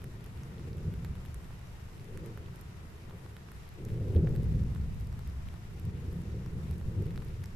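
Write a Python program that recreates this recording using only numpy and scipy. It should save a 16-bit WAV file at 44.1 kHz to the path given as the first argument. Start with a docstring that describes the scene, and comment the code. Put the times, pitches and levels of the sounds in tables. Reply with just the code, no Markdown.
"""Out in the open at night, kilometres from an erupting volcano, on a stereo microphone.
Gas bursts in the vent, random pulses shaped by spectra, merge into a rolling rumble, a duller-than-near
jet roar and a deep swell; single booms, damped vibrations, stand out, all treble lost on the way.
Close by, grains of ash tick on the gear as short rings and snaps, mostly to the right.
Behind it all lies a fine steady hiss of noise in flickering octave bands."""
import sys
import numpy as np
from scipy import signal
from scipy.fft import rfft, irfft, next_fast_len
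from scipy.io import wavfile
from scipy.ndimage import uniform_filter1d

SR = 44100
rng = np.random.default_rng(int(sys.argv[2]) if len(sys.argv) > 2 else 0)


def digitize_waveform(pressure):
    """Quantize a signal to 16-bit integers and store it at the path in sys.argv[1].

    Rows of a 2-D input are taken as channels; values are limited to [-1, 1].
    """
    field = np.atleast_2d(pressure).T
    bounded = np.clip(field, -1, 1)
    quanta = np.round(bounded * 32767).astype(np.int16)
    wavfile.write(sys.argv[1], SR, quanta)


N = 333172  # samples

# Blasts in the distant vent: peak_s, rise_s, rumble_db, roar_db, rumble_fade_db_per_s
VENT_BLASTS = [(0.06, 0.13, -43, -52, 16), (0.27, 0.24, -44.5, -72, 24), (0.71, 0.46, -40.5, -49.5, 7),
               (0.9, 0.22, -35.5, -49.5, 29), (2.14, 0.14, -46, -49, 11), (2.27, 0.18, -44, -46, 29),
               (3.13, 0.39, -48, -53.5, 12), (3.795, 0.028, -43.5, -48, 9), (3.86, 0.06, -43, -48.5, 14),
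               (3.95, 0.071, -37.5, -45, 7), (4.07, 0.16, -36, -41.5, 10.5),
               (4.17, 0.063, -26.5, -36.5, 21), (4.4, 0.12, -34, -57, 17), (4.57, 0.12, -31.5, -52.5, 21),
               (4.76, 0.13, -47, -57, 18), (5.72, 0.074, -55, -56.5, 17), (5.87, 0.13, -38.5, -49.5, 19),
               (6.14, 0.34, -36, -48.5, 37), (6.36, 0.27, -39, -47.5, 21), (6.58, 0.16, -37.5, -50, 12),
               (6.78, 0.25, -37.5, -52.5, 10), (7.0, 0.15, -36, -42.5, 28), (7.15, 0.12, -51, -53.5, 9)]
RISE_DB = 13  # climb during the rise
ECHO_DB, ECHO_FADE_DB_PER_S = -15, 12.7


def surge(peak_db, calm_db, fades=1):
    """Level in dB of a layer: blasts climb, fade and echo off far slopes; powers add over a calm bed."""
    t = np.arange(0, N, 64) / SR
    power = undb(2 * calm_db)
    for (peak_s, rise_s, _, _, fade), db in zip(VENT_BLASTS, peak_db):
        age = t - peak_s
        since_peak = age.clip(0)
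        direct = undb(-2 * fades * fade * since_peak)
        # the slopes' return is a weaker tail that fades at its own rate
        echo = undb(2 * (ECHO_DB - fades * ECHO_FADE_DB_PER_S * since_peak))
        climb_db = RISE_DB * np.minimum(age / rise_s, 0)
        power = power + undb(2 * (db + climb_db)) * (direct + echo)
    return np.interp(np.arange(N) / SR, t, 10 * np.log10(power))


# Spectrum of the rumble as it arrives, relative: pitch_hz, density_db (per Hz)
RUMBLE_SPECTRUM = [(21, -41), (35, -10), (77, -2.5), (97, -1), (129, -4), (168, -5.5), (199, -12),
                   (263, -19.5), (280, -27.5), (360, -35), (620, -120)]
FRESH_ROAR_DB, TILT_PER_DB = -15, 0.55  # roar over rumble at no tilt, tilt in dB per dB beyond it
FAR_ROLL_DB = -56.5  # gain of a steady dull roll under everything


def distant_rumble(rumble_db, roar_db):
    """A crowd of low gas bursts, brighter the more roar there is over it, with a steady dull roll."""
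    rumble = bursts(3000, 0.33, RUMBLE_SPECTRUM, side_db=-18.0)
    # fresh blasts sound brighter, their late echoes off far slopes duller
    dull = colour(rumble, [(70, 3.5), (110, -12), (200, -50)])
    bright = rumble - dull
    tilt_db = TILT_PER_DB * (roar_db - rumble_db - FRESH_ROAR_DB)
    rolling = undb(rumble_db) * (undb(-tilt_db / 2) * dull + undb(tilt_db / 2) * bright)
    return rolling + undb(FAR_ROLL_DB) * dull


# Spectrum of the jet roar as it arrives, relative: pitch_hz, density_db (per Hz)
ROAR_SPECTRUM = [(160, -9), (270, -11), (307, -4.5), (380, -2.5), (449, -4.5), (523, -9.5), (565, -14.5),
                 (720, -27.5), (940, -29), (1580, -120)]
EDGE_PER_DB, EDGE_FROM_DB = 0.05, -51  # lift of the upper edge in dB per dB over this level


def jet_roar(roar_db):
    """Denser, higher gas bursts, a little left; the harder the jet blows, the stronger its upper edge."""
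    roar = bursts(4000, 0.56, ROAR_SPECTRUM, side_db=-22)
    edge = colour(roar, [(330, -34), (420, 2), (600, -3.0)])
    edge_gain = undb(EDGE_PER_DB * (roar_db - EDGE_FROM_DB)) - 1
    lean_db = np.array([[.6], [-.6]])
    return undb(roar_db + lean_db) * (roar + edge_gain * edge)


# Single bursts that stand out of the rumble: start_s, peak_db, pitch_hz
SINGLE_BOOMS = [(0.055, -36.5, 126), (0.65, -36.5, 92), (0.8, -38, 58), (0.871, -28, 97.5),
                (0.97, -37, 56.6), (1.72, -43, 62.6), (2.2, -41, 66), (2.24, -48, 560), (2.453, -44, 100),
                (3.414, -44, 182), (3.546, -44, 62.3), (3.785, -49, 477), (3.83, -44, 383),
                (3.829, -35.5, 91), (3.913, -30, 103), (4.1, -36, 403), (4.152, -19, 83.7),
                (4.165, -34.5, 566), (4.156, -29, 445), (4.226, -21, 150), (4.241, -34, 200),
                (4.244, -29, 450), (4.544, -31, 64), (4.684, -36, 53), (4.76, -31.5, 76.4),
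                (5.828, -30.5, 92), (6.332, -34.5, 75), (6.62, -43, 81.6), (6.7, -30, 79.4),
                (6.81, -35.5, 65.5), (6.97, -24.5, 99.4), (6.992, -33.5, 370), (7.03, -44, 437)]
BOOM_CYCLES, BOOM_RISE_CYCLES = 12, 3.5  # vibrations to fall 60 dB, and in the onset's time constant


def booms():
    """Single bursts, each a damped vibration that swells and dies over a set number of cycles."""
    out = np.zeros((2, N))
    for start_s, peak_db, hz in SINGLE_BOOMS:
        boom = ring(hz, t60=BOOM_CYCLES / hz, rise=BOOM_RISE_CYCLES / hz)
        add(out, start_s, undb(peak_db) * boom)
    return out


# Level of the deepest swell, more felt than heard: time_s, level_db
DEEP_LEVEL = [(0, -59), (2.1, -55), (3.5, -61), (3.9, -48.5), (4.3, -41.5), (4.55, -43), (5.1, -49),
              (6.4, -56), (6.8, -45.5), (7.55, -50)]


def deep_swell():
    """Sparser bursts shaped to the lowest pitches, following a drawn level."""
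    deep_db = np.interp(np.arange(N) / SR, *np.transpose(DEEP_LEVEL))
    spectrum = [(3, -12), (10, 17), (22, 21.0), (45, -14), (65, -37.0)]
    return undb(deep_db) * bursts(400, 0.45, spectrum, side_db=-4)


def vent():
    """The far vent: each blast drives rumble and jet roar together, the roar fading faster."""
    _, _, rumble_peak_db, roar_peak_db, _ = np.transpose(VENT_BLASTS)
    rumble_db = surge(rumble_peak_db, calm_db=-63)
    roar_db = surge(roar_peak_db, calm_db=-62.5, fades=2.24)
    return deep_swell() + distant_rumble(rumble_db, roar_db) + jet_roar(roar_db) + booms()


BODY_HZ, BODY_DB = 820, -11.5  # the housing's low mode under each knock
BOUNCE_S, BOUNCE_DB = 0.00287, -19  # second, softer knock
SNAP_FADE_MS = 0.85  # time constant


def grain(knock_hz, knock_db, click_hz, click_db, snap_db, pan_db, noise):
    """A grain knocks the housing for a few cycles, bounces, clicks, and shatters in a short bright snap."""
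    knock = ring(knock_hz, t60=0.0029, rise=0.00015)
    body = ring(BODY_HZ, t60=len(knock) / SR, rise=0.0002)[:len(knock)]
    knock = knock + undb(BODY_DB) * body
    click = ring(click_hz, t60=0.0017, rise=0.00025)
    side_db = np.array([[pan_db / 2], [-pan_db / 2]])

    # after the sharp first contact, the right adds crackle of its own to a share of the left's
    fade = np.exp(-1000 * np.arange(noise.shape[1]) / SR / SNAP_FADE_MS)
    shatter = (noise + 0.85 * noise[0]) * fade
    shatter[:, 1] += 2.5
    out = undb(snap_db + side_db) * np.diff(shatter, 2)  # differencing brightens the snap

    # the housing shades the bright parts from the far side more than the low knock
    out[:, :len(knock)] += undb(knock_db + 0.29 * side_db) * knock
    bounce = int(BOUNCE_S * SR)
    out[:, bounce:bounce + len(knock)] += undb(knock_db + BOUNCE_DB + 0.29 * side_db) * knock
    out[:, :len(click)] -= undb(click_db + 0.32 * side_db) * click
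    return out


# Ash grains on the gear: start_s, knock_hz, knock_db, click_hz, click_db, snap_db,
# pan_db (left minus right in the snap; knock and click lean less)
ASH_GRAINS = [(0.0189, 1350.0, -47, 3260.0, -44, -51.5, -9), (0.0424, 1560, -37.5, 4590.0, -53, -45.5, -11),
              (0.2081, 1140.0, -46, 3990.0, -47, -56, -7.0), (0.2429, 1310.0, -58, 3560, -43, -48, -7),
              (0.2622, 1760.0, -58.0, 4790.0, -58.0, -51, -4.0),
              (0.3744, 1900.0, -49.0, 4320.0, -46, -57, -13), (0.4342, 1400.0, -44, 6030, -40, -52, 0.0),
              (0.5823, 1730.0, -56, 3580.0, -41.5, -63.5, -4.0),
              (0.596, 1280.0, -44, 5400.0, -52, -57, -4.0), (0.7314, 1630.0, -66, 4680.0, -40, -57, 0.0),
              (0.771, 1060, -58, 4000, -53, -53, -5), (0.782, 1630.0, -58.0, 3070.0, -46, -53, 4.0),
              (0.9394, 1470.0, -42, 3480.0, -47, -53, -5.0), (1.0478, 1520, -34.5, 4160, -39, -43.5, -10),
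              (1.051, 1690, -38, 3300, -56, -62, -8), (1.154, 1330.0, -43, 3620.0, -45, -52, -6.0),
              (1.252, 1520, -40, 3890.0, -48, -50, -10.0), (1.2598, 1980.0, -51, 3240.0, -40, -49, -8),
              (1.3442, 1720, -41.0, 6300, -48, -38.5, -8), (1.5068, 1030.0, -37, 3470.0, -60, -68.0, -1.0),
              (1.5926, 1700.0, -60, 3010.0, -54, -53, -3.0), (1.9968, 2090.0, -45, 4700.0, -45, -57, -2.0),
              (2.045, 1630.0, -58.0, 5020.0, -52, -51, -3), (2.1748, 1500, -38.5, 3050.0, -42, -45, -11),
              (2.261, 2040.0, -49, 5360.0, -54, -47, -14), (2.3753, 1330, -33.5, 3720.0, -63, -52.5, -11),
              (2.4607, 2140.0, -60, 3200.0, -42, -63.0, -7.0),
              (2.559, 2070.0, -54, 3280.0, -49, -50.5, -18), (2.5923, 1230.0, -47.0, 5300.0, -60, -55, -10),
              (2.612, 1230.0, -60, 5340.0, -61, -47, -13), (3.0965, 1500, -44, 3500, -46, -56, -7),
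              (3.1098, 1150.0, -39, 3460, -46, -62.0, -8.0), (3.2625, 1180, -39, 4190.0, -47, -66, -8),
              (3.3669, 1490, -37.0, 3750, -39, -49, -10), (3.488, 1400, -39, 3500, -53, -73, 0),
              (3.518, 1420.0, -38.5, 5560.0, -50, -46.5, -9),
              (3.6907, 1390.0, -58.0, 4290.0, -44, -51.0, 2), (3.74, 1020.0, -55, 6220.0, -60, -55, -14),
              (3.8512, 1030.0, -46, 6330, -42.5, -46, -7), (3.8865, 1740.0, -47, 3240.0, -44, -58, -16.0),
              (3.8927, 1720.0, -43, 4320.0, -49, -52.5, -5.0),
              (3.9027, 2150.0, -44, 4510.0, -49, -56, -11.0), (4.084, 940.0, -58, 5930.0, -55, -52, -1.0),
              (4.1496, 1900, -40, 3700, -50, -52, 0), (4.1632, 1200.0, -58.0, 3480, -35.5, -61.0, -7.0),
              (4.2724, 1580, -30.5, 3540.0, -66, -61, -5), (4.2782, 1750, -42, 3000, -56, -64, -5),
              (4.2918, 1500, -48, 6500, -54, -51, -17), (4.3528, 1780.0, -42, 4760.0, -53, -60, -32),
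              (4.3618, 1690.0, -38, 4420, -42, -49, -11), (4.4329, 1070.0, -52.0, 3880.0, -50, -51, 4.0),
              (4.4437, 1380, -59, 5000, -50, -52, -2), (4.539, 1600, -45, 2900, -50, -68, -20),
              (4.7495, 1120.0, -43, 4030.0, -44, -50, -3.0), (4.7606, 1250.0, -38.5, 3540.0, -46, -60, -6),
              (4.9454, 1760.0, -57, 3950.0, -51, -52.5, -9),
              (5.0004, 2140.0, -58.0, 5070.0, -58.0, -52, -3.0),
              (5.0094, 1980.0, -67, 4860.0, -47, -52.0, 2), (5.0716, 2010.0, -60, 4750.0, -46, -51, -11),
              (5.1271, 1370.0, -42, 5530, -45, -55, -6.0), (5.1926, 1240.0, -41, 4370, -44, -49, -10),
              (5.2702, 1940.0, -44, 3510.0, -58.0, -58, -4.0), (5.2754, 1660.0, -54, 3710.0, -44, -50, 5),
              (5.487, 1960, -44, 3300, -41, -54, -10), (5.5408, 1120.0, -40.5, 4520.0, -48, -54, 0),
              (5.7976, 1430.0, -58.0, 4550.0, -56, -51, -2), (5.8527, 870.0, -58.0, 5160.0, -47, -50, -11),
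              (6.0032, 980.0, -58.0, 3570.0, -53.0, -56, 4),
              (6.128, 1460.0, -55, 3360.0, -50.0, -51.5, -8.0),
              (6.2187, 1630.0, -60, 6380.0, -52, -54, 0.0), (6.4618, 1080.0, -38.5, 5500, -42.5, -52, 1.0),
              (6.635, 1500, -54, 3800, -48, -66, -3), (6.7112, 1080.0, -41.5, 5390.0, -51, -46, -3),
              (6.7819, 1450.0, -53, 3600.0, -58.0, -52, -12), (6.8131, 844, -40, 4000, -48, -64, 5),
              (7.0232, 1520.0, -58.0, 5970.0, -58.0, -52, -1.0),
              (7.0573, 1620.0, -56, 4830.0, -47, -54, 1.0), (7.0667, 1400.0, -47, 3760.0, -45, -51, -6.0),
              (7.1075, 1870.0, -45, 3760.0, -44, -55, -8.0), (7.1572, 1350, -41, 3500, -52, -62, -5),
              (7.1603, 2070, -42, 5200, -41, -54, -5.0), (7.177, 1450, -33.0, 4170, -36, -54.0, -6.0),
              (7.2032, 1500, -60, 4400, -48, -60, -5), (7.221, 1400, -39, 4000, -50, -62, -3),
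              (7.2249, 1120.0, -44, 5180.0, -54.0, -58.0, -13.0),
              (7.2482, 1340.0, -55, 3910.0, -58.5, -47.5, -14),
              (7.2843, 1490.0, -64, 4780.0, -46, -54, -6.0), (7.4186, 1230.0, -56, 3000.0, -46, -58, -2),
              (7.4378, 1660, -41, 4480, -41, -50, 7), (7.4414, 1810.0, -36.5, 6200, -38, -50, -2),
              (7.4583, 1580.0, -47, 5300, -38, -46, -10)]


def loud_grains():
    """The loudest grains close to the microphone, struck one by one."""
    out = np.zeros((2, N))
    noises = rng.standard_normal((len(ASH_GRAINS), 2, 600))
    for (start_s, *voice), noise in zip(ASH_GRAINS, noises):
        add(out, start_s, grain(*voice, noise))
    return out


PATTER_DB, PATTER_SPREAD_DB = -58, 5  # gain of the smallest grains, and how far others exceed it


def patter():
    """Small grains of random voice, in flurries: their times follow a wavering fall rate."""
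    out = np.zeros((2, N))
    fallen = np.cumsum(undb(4.5 * walk(5)))
    fallen = fallen / fallen[-1]
    small = rng.random((150, 7))
    noises = rng.standard_normal((len(small), 2, 600))
    for (share, size, low, high, tilt, shine, side), noise in zip(small, noises):
        knock_hz, knock_db = 900 + 1600 * low, -3 + 10 * tilt
        click_hz, click_db = 2500 + 3500 * high, -3 + 9 * high
        snap_db, pan_db = -15 + 12 * shine, 12 * side - 9
        sound = grain(knock_hz, knock_db, click_hz, click_db, snap_db, pan_db, noise)
        start_s = np.interp(share, fallen, np.arange(N) / SR)
        add(out, start_s, undb(PATTER_DB + PATTER_SPREAD_DB * size ** 2) * sound)
    return out


def ash():
    """Ash ticking on the gear: the loud grains over the random patter."""
    return loud_grains() + patter()


# Spectrum laid over the hiss, relative: pitch_hz, density_db (per Hz)
HISS_SPECTRUM = [(100, -1), (300, -5.5), (1180, -5.5), (1400, -7.5), (2100, -8), (2700, -11), (3410, -14),
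                 (10300, -20.5), (12900, -20), (13500, -16), (14000, -40), (15000, -70)]
HISS_DB = -53  # mean level at the microphone
SWELL_DB, SIZZLE_DB, FLICKER_DB = 0.25, 1.04, 0.4  # depth per unit of random walk


def hiss():
    """Noise, unrelated left and right; octaves swell and sizzle together and flicker alone, the top most."""
    out = 0
    swell = walk(6.9)
    sizzle = np.array([walk(90), walk(90)])  # left, right
    for octave in range(6):
        hz = 350 * 2 ** octave
        shape = [(hz / 2, -40), (hz / 1.534, -3), (hz, 0), (hz * 1.365, -3), (hz * 2, -40)]
        band = colour(rng.standard_normal((2, N)), shape)
        flicker_db = (FLICKER_DB + 0.11 * octave) * walk(14)
        lean_db = 1.1 - 0.21 * octave  # duller on the left
        side_db = np.array([[lean_db], [-lean_db]])
        out = out + band * undb(flicker_db + SWELL_DB * swell + SIZZLE_DB * sizzle + side_db)
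    return level(colour(out, HISS_SPECTRUM), HISS_DB)


def bursts(rate, spread_db, points, side_db):
    """Scattered pressure pulses of uneven size; slopes scatter an unrelated share to the sides."""
    hit = rng.random((2, N)) < rate / SR  # rate in pulses per s
    size = undb(spread_db * rng.exponential(size=(2, N)))
    pulses = hit * rng.standard_normal((2, N)) * size
    mid, side = colour(pulses, points)
    return level(mid, 0) + level(side, side_db) * np.array([[1], [-1]])


def ring(hz, t60, rise):
    """A damped vibration with a soft onset, peak 1; t60 and the rise's time constant in s."""
    t = np.arange(int(1.2 * t60 * SR) + 8) / SR
    decay = np.exp(-np.log(1000) * t / t60)
    onset = -np.expm1(-t / rise)
    x = np.sin(2 * np.pi * hz * t) * decay * onset
    return x / np.max(np.abs(x))


def walk(rate):
    """Random levels held 1 / rate s and slewed twice."""
    k = int(SR / rate)
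    steps = np.repeat(rng.standard_normal(N // k + 1), k)
    return 1.1 * uniform_filter1d(uniform_filter1d(steps, k), k)[:N]


def colour(x, points):
    """Shapes x by a spectrum of (Hz, dB) points, joined along log frequency."""
    hz, db = np.transpose(points)
    size = next_fast_len(N)
    f = np.arange(size // 2 + 1) * SR / size + 1  # 1 Hz up, to keep the log finite
    gain = undb(np.interp(np.log(f), np.log(hz), db))
    return irfft(rfft(x, size) * gain, size)[..., :N]


def undb(db):
    """Amplitude factor of a level in dB."""
    return 10 ** (np.asarray(db) / 20)


def level(x, db):
    """Scales x to an RMS level in dB."""
    return x * undb(db) / np.sqrt(np.mean(x ** 2))


def add(out, s, sound):
    """Mixes a short sound into both channels from time s."""
    i = int(s * SR)
    out[:, i:i + sound.shape[-1]] += sound[..., :N - i]


def scene():
    """The far vent, the ash on the gear and the hiss together."""
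    return vent() + ash() + hiss()


def record(dry):
    """The capsule fades above its last resonance and the recorder cuts the top."""
    dry = colour(dry, [(20, 1.5), (12000, -7.5), (13300, -8), (14200, -15), (15200, -34)])
    top_cut = signal.ellip(8, .2, 70, 15600, fs=SR, output="sos")  # order, ripple dB, stop dB, Hz
    return signal.sosfilt(top_cut, dry)


dry = scene()
out = record(dry)
digitize_waveform(out)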